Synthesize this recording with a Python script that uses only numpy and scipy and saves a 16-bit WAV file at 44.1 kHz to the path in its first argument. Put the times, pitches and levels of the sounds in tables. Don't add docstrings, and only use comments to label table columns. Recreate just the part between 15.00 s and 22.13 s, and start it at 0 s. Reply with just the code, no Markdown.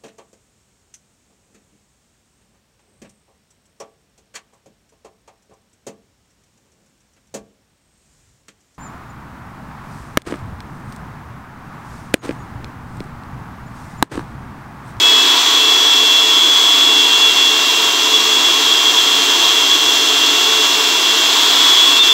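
import sys
import numpy as np
from scipy import signal
from scipy.fft import rfft, irfft, next_fast_len
from scipy.io import wavfile
from scipy.ndimage import uniform_filter1d

SR = 44100
rng = np.random.default_rng(int(sys.argv[2]) if len(sys.argv) > 2 else 0)


def transcribe(signal):
    frames = np.atleast_2d(signal).T
    limited = np.clip(frames, -1, 1)
    pcm = np.round(limited * 32767).astype(np.int16)
    wavfile.write(sys.argv[1], SR, pcm)


N = 314433
TIME = np.arange(N) / SR


def amp(db):
    return 10 ** (np.asarray(db) / 20)


def unit(x):
    return x / np.sqrt(np.mean(abs(x) ** 2) + 1e-20)


def curve(rows, column=1):
    rows = np.asarray(rows)
    return np.interp(TIME, rows[:, 0], rows[:, column])


def bump(at_s, half_width_s):
    return np.exp(-((TIME - at_s) / half_width_s) ** 2)


def wander(rate_hz):
    size = next_fast_len(N)
    hz = np.fft.rfftfreq(size, 1 / SR)
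    white = rfft(rng.standard_normal((2, size)))
    real, imag = irfft(white / (1 + (hz / rate_hz) ** 2), size)[:, :N]
    return unit(real + 1j * imag)


def tone(hz, level_db, flutter, flutter_hz):
    carrier = np.exp(2j * np.pi * np.cumsum(hz) / SR)
    shaken = carrier * (1 + flutter * wander(flutter_hz))
    return amp(level_db) * unit(shaken.real)


# (centre [Hz], width [Hz], lift [dB])
BODY_RESONANCES = [(170, 25, 8.5), (224, 13, 6.5), (273, 9, -3), (387, 24, -5.5), (438.7, 22, 11.5),
                   (472, 16, -1), (497.4, 25, 7), (703, 9, 7), (970, 39, 7.5), (1007, 38, 2.5),
                   (1065, 36, 5.5), (1120, 66, 6.5), (1347, 30, 6), (1660, 27, 2.5), (3450, 70, 0),
                   (3520, 33, 3), (3700, 220, 2.5), (5120, 98, 5.5)]


def turbulence(spectrum, ripple_db):
    size = next_fast_len(N)
    hz = np.fft.rfftfreq(size, 1 / SR)
    points_hz, points_db = np.transpose(spectrum)
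    eq_db = np.interp(np.log(hz + 1), np.log(points_hz), points_db, left=-90)
    for centre, width, lift in BODY_RESONANCES:
        eq_db += lift / (1 + (2 * (hz - centre) / width) ** 2) ** 1.8
    ripple_hz = np.arange(0, SR / 2, 9)
    ripple = unit(np.interp(hz, ripple_hz, rng.standard_normal(len(ripple_hz))))
    white = rfft(rng.standard_normal(size))
    return unit(irfft(white * amp(eq_db + ripple_db * ripple), size)[:N])


# (frequency [Hz], relative level [dB])
RUMBLE_EQ = [(8, -80), (30, -48), (55, -31), (110, -24.5), (200, -16.5), (245, -11), (300, 1.5), (380, 2.5),
             (560, -8), (650, -2.5), (750, -2.5), (1100, -12.5), (2000, -40)]
ROAR_EQ = [(300, -50), (700, -7.5), (1000, 0.5), (1500, -2), (2400, -2), (3000, -2), (4500, -19),
           (8000, -43)]
RUSH_EQ = [(2000, -72), (2700, -11), (3100, -5), (3420, 1), (3750, -3.5), (4200, -4), (5000, -22),
           (7000, -44)]
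HISS_EQ = [(2500, -32), (4500, 1.5), (5200, 2), (6200, 0), (7500, 0.3), (8000, -5), (8600, -15.5),
           (9200, -17.5), (10200, -15.5), (12700, -14), (13400, -12.5), (14800, -13.5), (15700, -13)]
# (time [s], level [dB])
RUMBLE_FADER = [(0, -26.5), (.4, -31), (.85, -28.5), (1.8, -28.7), (4.3, -27.5), (6.6, -28), (7.13, -28.5)]
# (time [s], half width [s], base lift [dB])
NOZZLE_SWELLS = [(.38, 0.31, 2), (6.57, 0.31, 1.5)]


def air():
    swell_db = sum(lift_db * bump(at_s, half_width_s) for at_s, half_width_s, lift_db in NOZZLE_SWELLS)
    creep_db = 0.274 * TIME
    rumble = amp(curve(RUMBLE_FADER)) * turbulence(RUMBLE_EQ, ripple_db=1.76)
    roar = amp(-22.5 + 1.25 * swell_db + 0.7 * creep_db) * turbulence(ROAR_EQ, ripple_db=1.36)
    rush = amp(-20 + 1.6 * swell_db + 0.84 * creep_db) * turbulence(RUSH_EQ, ripple_db=0.2)
    hiss = amp(-22 + 0.52 * swell_db + creep_db) * turbulence(HISS_EQ, ripple_db=1.5)
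    gusts = amp(0.36 * wander(rate_hz=8.3).real)
    return rumble + gusts * (roar + rush + hiss)


START_HZ, FULL_HZ, RUN_UP_S = 2612, 2754, .62
SAG_HZ, SAG_AT_S, SAG_GROWTH_S = 32, 7.1, .42


def blade_rate():
    run_up = (FULL_HZ - START_HZ) * np.exp(-TIME / RUN_UP_S)
    sag = SAG_HZ * np.exp((TIME - SAG_AT_S) / SAG_GROWTH_S)
    return FULL_HZ - run_up - sag


BLADES = 10
REFLECTION, NULL_HZ, NULL_SPACING_HZ = .65, 2742, 25.6
# (time [s], level [dB])
BLADE_FADER = [(0, -23), (.2, -26.5), (.38, -34), (.6, -28), (1.1, -26.5), (2.1, -23.5), (3.5, -30),
               (5.3, -28), (6.8, -28.5), (7.13, -22.5)]
# (pitch [multiple of shaft speed], level [dB])
SHAFT_TONES = [(1, -39), (20, -37.5)]


def motor(blade_hz):
    room_comb = abs(1 - REFLECTION * np.exp(2j * np.pi * (blade_hz - NULL_HZ) / NULL_SPACING_HZ))
    out = room_comb * tone(blade_hz, curve(BLADE_FADER), flutter=0.14, flutter_hz=30)
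    for multiple, level_db in SHAFT_TONES:
        out += tone(blade_hz * multiple / BLADES, level_db, flutter=0.64, flutter_hz=2.7)
    return out


# (time [s], pitch [Hz], level [dB])
EDGE_SQUEALS = [(7.014, 3574, -5), (7.112, 3514, -7.5)]


def squeals(half_width_s=0.021, fall_hz_per_s=350):
    out = np.zeros(N)
    for at_s, hz, level_db in EDGE_SQUEALS:
        glide_hz = hz - fall_hz_per_s * (TIME - at_s)
        out += bump(at_s, half_width_s) * tone(glide_hz, level_db, flutter=0.32, flutter_hz=30.3)
    return out


LOCK_DB = -20


def whistle(hz, level_db, blade_hz, flutter, first_db, second_db, octave_db):
    looseness = amp(.5 * (LOCK_DB - level_db))
    out = tone(hz, level_db, flutter * looseness, flutter_hz=18)
    out += tone(hz + blade_hz, first_db, flutter=0.24, flutter_hz=6.5)
    out += tone(hz + 2 * blade_hz, second_db, flutter=.45, flutter_hz=5)
    return out + tone(2 * hz, level_db + octave_db, flutter=.6, flutter_hz=10)


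TOP_HZ, MIDDLE_HZ, LOW_HZ = 3382, 3305, 3184
TAKEOVER = 0.25
# (time [s], level [dB])
TOP_FADER = [(0, -19), (.04, -8.5), (.42, -17.5), (.62, -13), (1.9, -11.5), (2.45, -12), (2.58, -18.5),
             (4.4, -19.5), (5.45, -16.5), (6.0, -21), (6.3, -19), (6.8, -11), (7.13, -15)]
MIDDLE_FADER = [(0, -45), (.8, -22), (1.35, -28), (2.0, -22), (3.3, -20.5), (4.4, -19.5), (5.8, -30),
                (6.4, -27), (7.13, -29)]
LOW_FADER = [(0, -28), (1.3, -21.5), (2.3, -21), (3.0, -27), (4.7, -19.5), (5.7, -28.5), (6.3, -21.5),
             (7.13, -23)]
# (time [s], level change [dB])
TOP_LURCHES = [(2.1, -10), (2.195, -5), (2.245, 2), (2.335, -15), (2.87, 3), (3.155, 8.5), (3.46, 6),
               (3.55, 4), (3.725, 8), (3.88, 7.5), (3.98, 6), (4.74, 6)]
# (time [s], top whistle's sideband [dB], low whistle's sideband [dB])
FIRST_SIDEBANDS = [(0, -35, -42), (.45, -29, -41), (.78, -41, -27), (1.2, -36, -35), (1.55, -29, -34),
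                   (1.9, -34.5, -34), (5.4, -30.5, -31), (7.13, -35, -37)]
# (time [s], level [dB])
SECOND_SIDEBAND = [(0, -57), (.35, -43), (.75, -51), (7.13, -45)]


def whine(blade_hz):
    pull = (blade_hz / FULL_HZ) ** .17
    drift_hz = 3 * wander(rate_hz=1.5).real
    top_db = curve(TOP_FADER)
    looseness = np.minimum(amp(LOCK_DB - top_db), 1) ** 2
    swing_db = 2 * looseness * unit(wander(rate_hz=10).real)
    swing_db += sum(change_db * bump(at_s, half_width_s=0.023) for at_s, change_db in TOP_LURCHES)
    middle_db = curve(MIDDLE_FADER) - TAKEOVER * swing_db
    top = whistle(TOP_HZ * pull + looseness * drift_hz, top_db + swing_db, blade_hz, flutter=.2,
                  first_db=curve(FIRST_SIDEBANDS), second_db=curve(SECOND_SIDEBAND), octave_db=-31)
    middle = whistle(MIDDLE_HZ * pull + drift_hz, middle_db, blade_hz, flutter=.5,
                     first_db=-56, second_db=-58, octave_db=-24)
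    low = whistle(LOW_HZ * pull + drift_hz, curve(LOW_FADER), blade_hz, flutter=.5,
                  first_db=curve(FIRST_SIDEBANDS, column=2), second_db=-56, octave_db=-31)
    return top + middle + low


def scene():
    blade_hz = blade_rate()
    blower = motor(blade_hz) + whine(blade_hz) + squeals() + air()
    return np.array([blower, blower])


def limiter(x, threshold_db):
    power = uniform_filter1d((x ** 2).mean(axis=0), size=900)
    over_db = np.maximum(10 * np.log10(abs(power) + 1e-12) - threshold_db, 0)
    return x / amp(uniform_filter1d(over_db, size=400))


def record(dry):
    held = np.clip(limiter(dry, threshold_db=-8.5), -1, 1)
    low_pass = signal.firwin(1501, cutoff=15780, window=("kaiser", 9), fs=SR)
    return signal.oaconvolve(held, low_pass[None], "same")


dry = scene()
out = record(dry)
transcribe(out)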